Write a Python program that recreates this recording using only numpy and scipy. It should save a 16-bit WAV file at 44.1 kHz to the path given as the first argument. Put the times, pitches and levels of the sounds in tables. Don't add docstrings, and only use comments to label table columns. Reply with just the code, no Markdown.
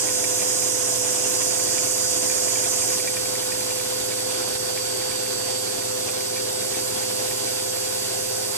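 import sys
import numpy as np
from scipy import signal
from scipy.fft import rfft, irfft
from scipy.io import wavfile
from scipy.ndimage import uniform_filter1d

SR = 44100
rng = np.random.default_rng(int(sys.argv[2]) if len(sys.argv) > 2 else 0)


def persist_wave(psi):
    counts = np.round(np.clip(psi, -1, 1) * 32767).astype(np.int16)
    wavfile.write(sys.argv[1], SR, np.atleast_2d(counts).T)


N = 377937
T = np.arange(N) / SR


def gain_of(db):
    return 10 ** (np.asarray(db) / 20)


def unit_power(x):
    return x / np.sqrt(np.mean(x ** 2) + 1e-20)


def follow(rows, points):
    known, *columns = np.transpose(rows)
    return [np.interp(points, known, c) for c in columns]


def at_pitch(rows, hz):
    known_hz, *columns = np.transpose(rows)
    return [np.interp(np.log(hz + 1), np.log(known_hz + 1), c) for c in columns]


def wander(rate_hz):
    hz = np.fft.rfftfreq(N, 1 / SR)
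    return unit_power(irfft(rfft(rng.standard_normal(N)) / (1 + (hz / rate_hz) ** 4), N))


def add(mix, start_s, sound):
    part = mix[:, max(round(start_s * SR), 0):][:, :sound.shape[1]]
    part += sound[:, :part.shape[1]]


def tone(hz, left_db, right_db, left_lead_rad, rough, width_hz):
    rough = np.clip(rough, 0, 1)
    flutter = (wander(width_hz) + 1j * wander(width_hz)) / np.sqrt(2)
    wave = np.exp(2j * np.pi * np.cumsum(hz * np.ones(N)) / SR)
    wave *= np.sqrt(1 - rough ** 2) + rough * flutter
    left = gain_of(left_db) * (wave * np.exp(1j * left_lead_rad)).real
    return np.sqrt(2) * np.array([left, gain_of(right_db) * wave.real])


REOPEN_S = 6.6


def valve_gap(t, close_s=2.94, snap_s=0.095, creep_s=1, creep_share=0.35, settled=-0.11, reopen=0.11):
    since = np.maximum(t - close_s, 0)
    closing = (1 - creep_share) * np.exp(-since / snap_s) + creep_share * np.exp(-since / creep_s)
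    return settled + (1 - settled) * closing + reopen * np.clip((t - REOPEN_S) / snap_s, 0, 1)


# pitch_hz, level_db_per_hz
WIDE_GAP_HISS = [(4000, -112), (4900, -63), (5300, -64), (6100, -59), (6900, -57.5), (7700, -60.5),
                 (8700, -59.5), (9600, -65.5), (10400, -68), (11500, -75.5), (12900, -72), (13700, -78)]
NARROW_GAP_HISS = [(4000, -83), (4900, -69), (5300, -70), (6100, -65.5), (6900, -67.5), (7700, -63),
                   (8700, -66), (9600, -66.5), (10400, -71.5), (11500, -76), (12900, -72.5), (13700, -79)]


def valve_hiss_db(t, hz, dim_s=4, dim_fade_s=0.8, dim_db=1.5, sputter_db=0.65):
    gap = valve_gap(t)[:, None]
    level_db = gap * at_pitch(WIDE_GAP_HISS, hz)[0] + (1 - gap) * at_pitch(NARROW_GAP_HISS, hz)[0]
    dim = np.outer(np.clip((t - dim_s) / dim_fade_s, 0, 1) * (t < REOPEN_S), hz > 8900)
    sputter = np.outer(np.interp(t, T, wander(21)), hz > 9500)
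    return level_db - dim_db * dim + sputter_db * sputter


# pitch_hz, wide_gap_db_per_hz, narrow_gap_db_per_hz
AIR_ROAR = [(30, -103, -103), (60, -70.5, -73), (75, -73, -71), (96.2, -77, -81), (135, -69, -70.5),
            (170, -72.5, -73.5), (233, -69.5, -70), (304, -67.5, -67), (335, -60, -64), (376, -62, -61.5),
            (410, -66.5, -68), (435, -66.5, -65), (460, -64, -67), (495, -66, -64), (574, -65.5, -70),
            (680, -61, -64.5), (824, -65, -64.5), (940, -67.5, -70.5), (1260, -73, -73.5),
            (1410, -72.5, -72), (1890, -71.5, -73.5), (2130, -73.5, -74), (2350, -72, -73),
            (2980, -72.5, -73), (3400, -70, -69.5), (4360, -71.5, -69)]
# pitch_hz, width_hz, boost_db
HOSE_RESONANCES = [(377, 25, 1), (661, 49, 3), (1032, 98, 6), (1502, 47, 5.5), (2760, 78, 4.5)]


def suction_roar(t, hz, start_db=0.17, fade_db_per_s=0.04, flutter_db=1.18, top_hz=5200):
    gap = valve_gap(t)[:, None]
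    wide_db, narrow_db = at_pitch(AIR_ROAR, hz)
    ring_db = sum(boost / (1 + (2 * (hz - pitch) / width) ** 2)
                  for pitch, width, boost in HOSE_RESONANCES)
    flow_db = start_db - fade_db_per_s * t + flutter_db * np.interp(t, T, wander(28))
    level_db = gap * wide_db + (1 - gap) * narrow_db + ring_db + flow_db[:, None]
    return gain_of(level_db) / np.sqrt(1 + (hz / top_hz) ** 12)


# pitch_hz, likeness_0_to_1, left_lead_rad, left_louder_db
AIR_STEREO = [(60, 0.44, 0.104, 3), (251, 0.91, 0.98, 2.5), (463, 0.63, 1.47, 1), (805, 0.83, 2.37, 3),
              (1270, 0.42, 1.85, 0.5), (1490, 0.17, 0.6, -2.5), (2030, 0, 0.76, -1.5),
              (3100, 0.24, 1.64, 1), (3990, 0.75, 3.2, -3.5), (5040, 0.2, 3.72, -5), (6360, 0.07, 5.2, -7),
              (7080, 0.1, 7.8, -11.5), (7710, 0.24, 11.5, -3.5), (8650, 0.4, 14.3, -12.5),
              (10080, 0.53, 17.5, 3), (11140, 1, 6 * np.pi, 0), (14000, 0.42, 6 * np.pi, 0)]


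def rushing_air(swirl_db=1.0, frame=2048):
    hop = frame // 4
    t = np.arange(N // hop + 5) * hop / SR
    hz = np.fft.rfftfreq(frame, 1 / SR)
    noise = rng.standard_normal((5, len(t), len(hz)))
    hiss = gain_of(valve_hiss_db(t, hz)) * (hz > 3500)
    roar = suction_roar(t, hz)
    patches = uniform_filter1d(uniform_filter1d(noise[4], size=4, axis=0), size=16, axis=1)
    swirls = gain_of(swirl_db * unit_power(patches))
    likeness, lead, left_louder_db = at_pitch(AIR_STEREO, hz)
    likeness = np.clip(likeness, 0, 1)
    right = noise[0] + 1j * noise[1]
    left = likeness * right + np.sqrt(1 - likeness ** 2) * (noise[2] + 1j * noise[3])
    left *= np.exp(1j * lead) * gain_of(left_louder_db)
    stereo = np.array([left, right]) * np.sqrt(2 / (1 + gain_of(left_louder_db) ** 2))
    frames = stereo * np.hypot(hiss, roar) * swirls
    sound = signal.istft(frames.swapaxes(1, 2), nperseg=frame, noverlap=frame - hop)[1]
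    per_hz_scale = np.sqrt(3 * SR / (8 * hop))
    return per_hz_scale * sound[:, :N]


# pitch_hz, left_db, right_db, left_lead_rad
WHINE_IN_ROOM = [(4520, -40, -40, 3.2), (4536, -54, -50, 3.3), (4550, -39, -38.2, 3.3),
                 (4571, -39, -34, 3.2), (4575, -37.7, -35, 3.3), (4580, -41, -38.7, 2.7),
                 (4591, -43.3, -35.6, 3.1), (4599, -47.5, -33.7, 2.6), (4604, -58, -33.2, 2.8),
                 (4607, -50, -36.3, 4.9), (4611.5, -43, -41.3, 4.3), (4615, -41, -37.3, 3.8),
                 (4625, -41.7, -37.3, 3.4)]


def blade_whine(hz, lift_db=1.0):
    left_db, right_db, lead = follow(WHINE_IN_ROOM, hz)
    rough = 0.1 + 0.08 * valve_gap(T)
    return tone(hz, left_db + lift_db, right_db + lift_db, lead, rough, width_hz=15)


# time_s, turns_per_s
MOTOR_SPEED = [(0.66, 505.6), (0.92, 502.2), (1.2, 504), (1.55, 507.9), (2.5, 508.2), (3.7, 508.8),
               (4.3, 510.2), (5.5, 511.5), (6.2, 512.6), (8.3, 513.8)]


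def vacuum_motor(blades=9):
    shaft_hz = follow(MOTOR_SPEED, T)[0] * (1 + 0.00015 * wander(13.0))
    lead = 2.09 + 0.077 * (shaft_hz - shaft_hz.mean())
    hum = tone(shaft_hz, left_db=-33.5, right_db=-31.5, left_lead_rad=lead, rough=0.12, width_hz=7.4)
    blade_hz = blades * shaft_hz
    octave = tone(2 * blade_hz, left_db=-45, right_db=-55, left_lead_rad=2.2, rough=0.65, width_hz=25)
    return hum + blade_whine(blade_hz) + octave


# multiple_of_speed, left_db, right_db, left_lead_rad
SLOW_MOTOR_TONES = [(1, -52.8, -56, .6), (2, -51.5, -58, 1.3), (4, -39, -43.2, 2.2), (6, -48.5, -52, 2.1),
                    (7, -52.5, -53.5, 2.2)]


def room_hum(mains_hz=120, motor_hz=101, rise_hz_per_s=0.07, swell_mid_s=5.5, swell_length_s=1.1):
    speed_hz = (motor_hz + rise_hz_per_s * T) * (1 + 0.00053 * wander(2.5))
    mains = tone(mains_hz, left_db=-49, right_db=-46, left_lead_rad=0.9, rough=0.18, width_hz=6.6)
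    swell_db = 0.9 * np.clip((T - swell_mid_s) / swell_length_s + 0.5, 0, 1)
    motor = sum(tone(multiple * speed_hz, left + swell_db, right + swell_db, lead, 0.13, width_hz=2.7)
                for multiple, left, right, lead in SLOW_MOTOR_TONES)
    return mains + motor


def hose_song(start_hz=290.5, fall_hz_per_s=4.4, dip_hz=8, dip_s=1.05, dip_half_s=0.5):
    dip = np.exp(-((T - dip_s) / dip_half_s) ** 2)
    hz = start_hz - fall_hz_per_s * T - dip_hz * dip
    level_db = -41.5 - 1.3 * T
    return tone(hz, level_db, level_db - 2.7, left_lead_rad=1.5, rough=0.15, width_hz=4)


def crack(t, low_hz, high_hz, fade_s):
    band = signal.butter(2, [low_hz, high_hz], "bandpass", fs=SR, output="sos")
    return unit_power(signal.sosfilt(band, rng.standard_normal((2, len(t))))) * np.exp(-t / fade_s)


# pitch_hz, relative_level_db, ring_s (time to fade by 60 dB)
BEAM_RINGS = [(1880, -7, 0.025), (1990, -8, 0.018), (2355, -2, 0.026), (2490, -11, 0.029),
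              (2630, -10, 0.016), (3580, -8, 0.0097), (4920, -5, 0.012), (10430, 2, 0.0099)]


def knock(level_db, pitch_spread=0.016, crack_db=-10, rattle_db=-8, rattle_s=0.009, bounces=3):
    t = np.arange(SR // 16) / SR
    hz, ring_db, ring_s = np.transpose(BEAM_RINGS)[:, :, None]
    hz = hz * (1 + pitch_spread * rng.standard_normal(hz.shape))
    shift_cycles = 0.34 * rng.random((2, len(hz), 1))
    rings = gain_of(ring_db - 60 * t / ring_s) * np.sin(2 * np.pi * (hz * t + shift_cycles))
    hit = rings.sum(1) * (1 - np.exp(-t / 0.0011))
    hit += gain_of(crack_db) * crack(t, low_hz=1300, high_hz=4200, fade_s=0.0012)
    contacts = np.zeros(len(t))
    contacts[0] = 1
    bounce_at = (rattle_s * SR * rng.uniform(0.25, 1, bounces)).astype(int)
    contacts[bounce_at] = gain_of(rattle_db) * rng.uniform(0.9, 1, bounces)
    sound = signal.fftconvolve(hit, contacts[None], axes=1)
    peak = np.sqrt(uniform_filter1d((sound ** 2).mean(0), size=128, mode="constant").max())
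    return gain_of(level_db) * sound / peak


# start_s, level_db (before trim_db)
LINKAGE_KNOCKS = [(0.069, -29), (0.085, -26.5), (0.148, -35), (0.241, -23.5), (0.389, -32), (0.418, -29.5),
                  (0.503, -30), (0.6224, -29.5), (1.043, -31.5), (1.415, -29.5), (1.505, -32), (1.597, -29),
                  (1.6871, -30.5), (1.78, -25.5), (1.867, -34), (1.98, -35), (2.2984, -26), (2.315, -27),
                  (2.38, -37), (2.48, -29), (2.555, -27), (2.6434, -26.5), (2.818, -28.5), (2.9015, -32),
                  (2.997, -27), (3.074, -23.5), (3.1682, -25.5), (3.2545, -30.5), (3.353, -28),
                  (3.427, -32), (3.519, -27.5), (3.607, -32), (3.7035, -29), (3.797, -29), (4.1165, -30),
                  (4.187, -33), (4.344, -32), (4.422, -33), (4.551, -34), (4.774, -26.5), (5.014, -32),
                  (5.1137, -29.5), (5.263, -32), (5.819, -31.5), (6.0874, -31), (6.2056, -29.5),
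                  (6.3602, -29), (6.378, -32), (6.618, -32), (6.7416, -28.5), (7.026, -33), (7.31, -30.5),
                  (7.473, -32), (7.597, -35), (7.76, -32.5)]


def linkage(trim_db=-3.5):
    out = np.zeros((2, N))
    for start_s, level_db in LINKAGE_KNOCKS:
        add(out, start_s, knock(level_db + trim_db))
    return out


def crank_turns(turn_s):
    marks_s = np.r_[np.transpose(LINKAGE_KNOCKS)[0], N / SR]
    turns_between = np.maximum(np.round(np.diff(marks_s) / turn_s), 1)
    turns_so_far = np.r_[0, np.cumsum(turns_between)]
    return np.interp(np.arange(turns_so_far[-1]), turns_so_far, marks_s)


# start_s, level_db (before trim_db)
PIN_TICKS = [(0.423, -27), (1.457, -28), (1.6525, -27.5), (2.092, -26), (2.3593, -28), (2.7045, -28),
             (2.727, -24.5), (2.902, -26), (3.0742, -26), (3.606, -24), (6.8795, -29)]


def pin_clicks(turn_s=0.091, trim_db=-3, uneven_db=2.5):
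    out = np.zeros((2, N))
    t = np.arange(SR // 50) / SR
    turns = crank_turns(turn_s)
    faint_s = turns + turn_s * rng.random(len(turns))
    faint_db = -37 + uneven_db * rng.standard_normal(len(turns))
    for start_s, level_db in [*PIN_TICKS, *zip(faint_s, faint_db)]:
        click = crack(t, low_hz=8500, high_hz=14500, fade_s=0.0025)
        add(out, start_s, gain_of(level_db + trim_db) * click)
    return out


def hose_moan(start_s=4.4, swell_s=0.46, low_hz=368, top_hz=386, glide_s=1.6, level_db=-43.5):
    hz = low_hz + (top_hz - low_hz) * np.clip((T - start_s) / glide_s, 0, 1)
    swell = np.clip((T - start_s) / swell_s, 0, 1)
    return swell * tone(hz, level_db, level_db - 7, left_lead_rad=1.5, rough=0.85, width_hz=10)


def scene():
    return (rushing_air() + vacuum_motor() + room_hum() + hose_song() + hose_moan()
            + linkage() + pin_clicks())


def record(dry):
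    bass_cut = signal.butter(4, 45, "highpass", fs=SR, output="sos")
    treble_cut = signal.firwin(501, 14100, window=("kaiser", 9), fs=SR)
    return signal.oaconvolve(signal.sosfilt(bass_cut, dry), treble_cut[None], "same")


dry = scene()
out = record(dry)
persist_wave(out)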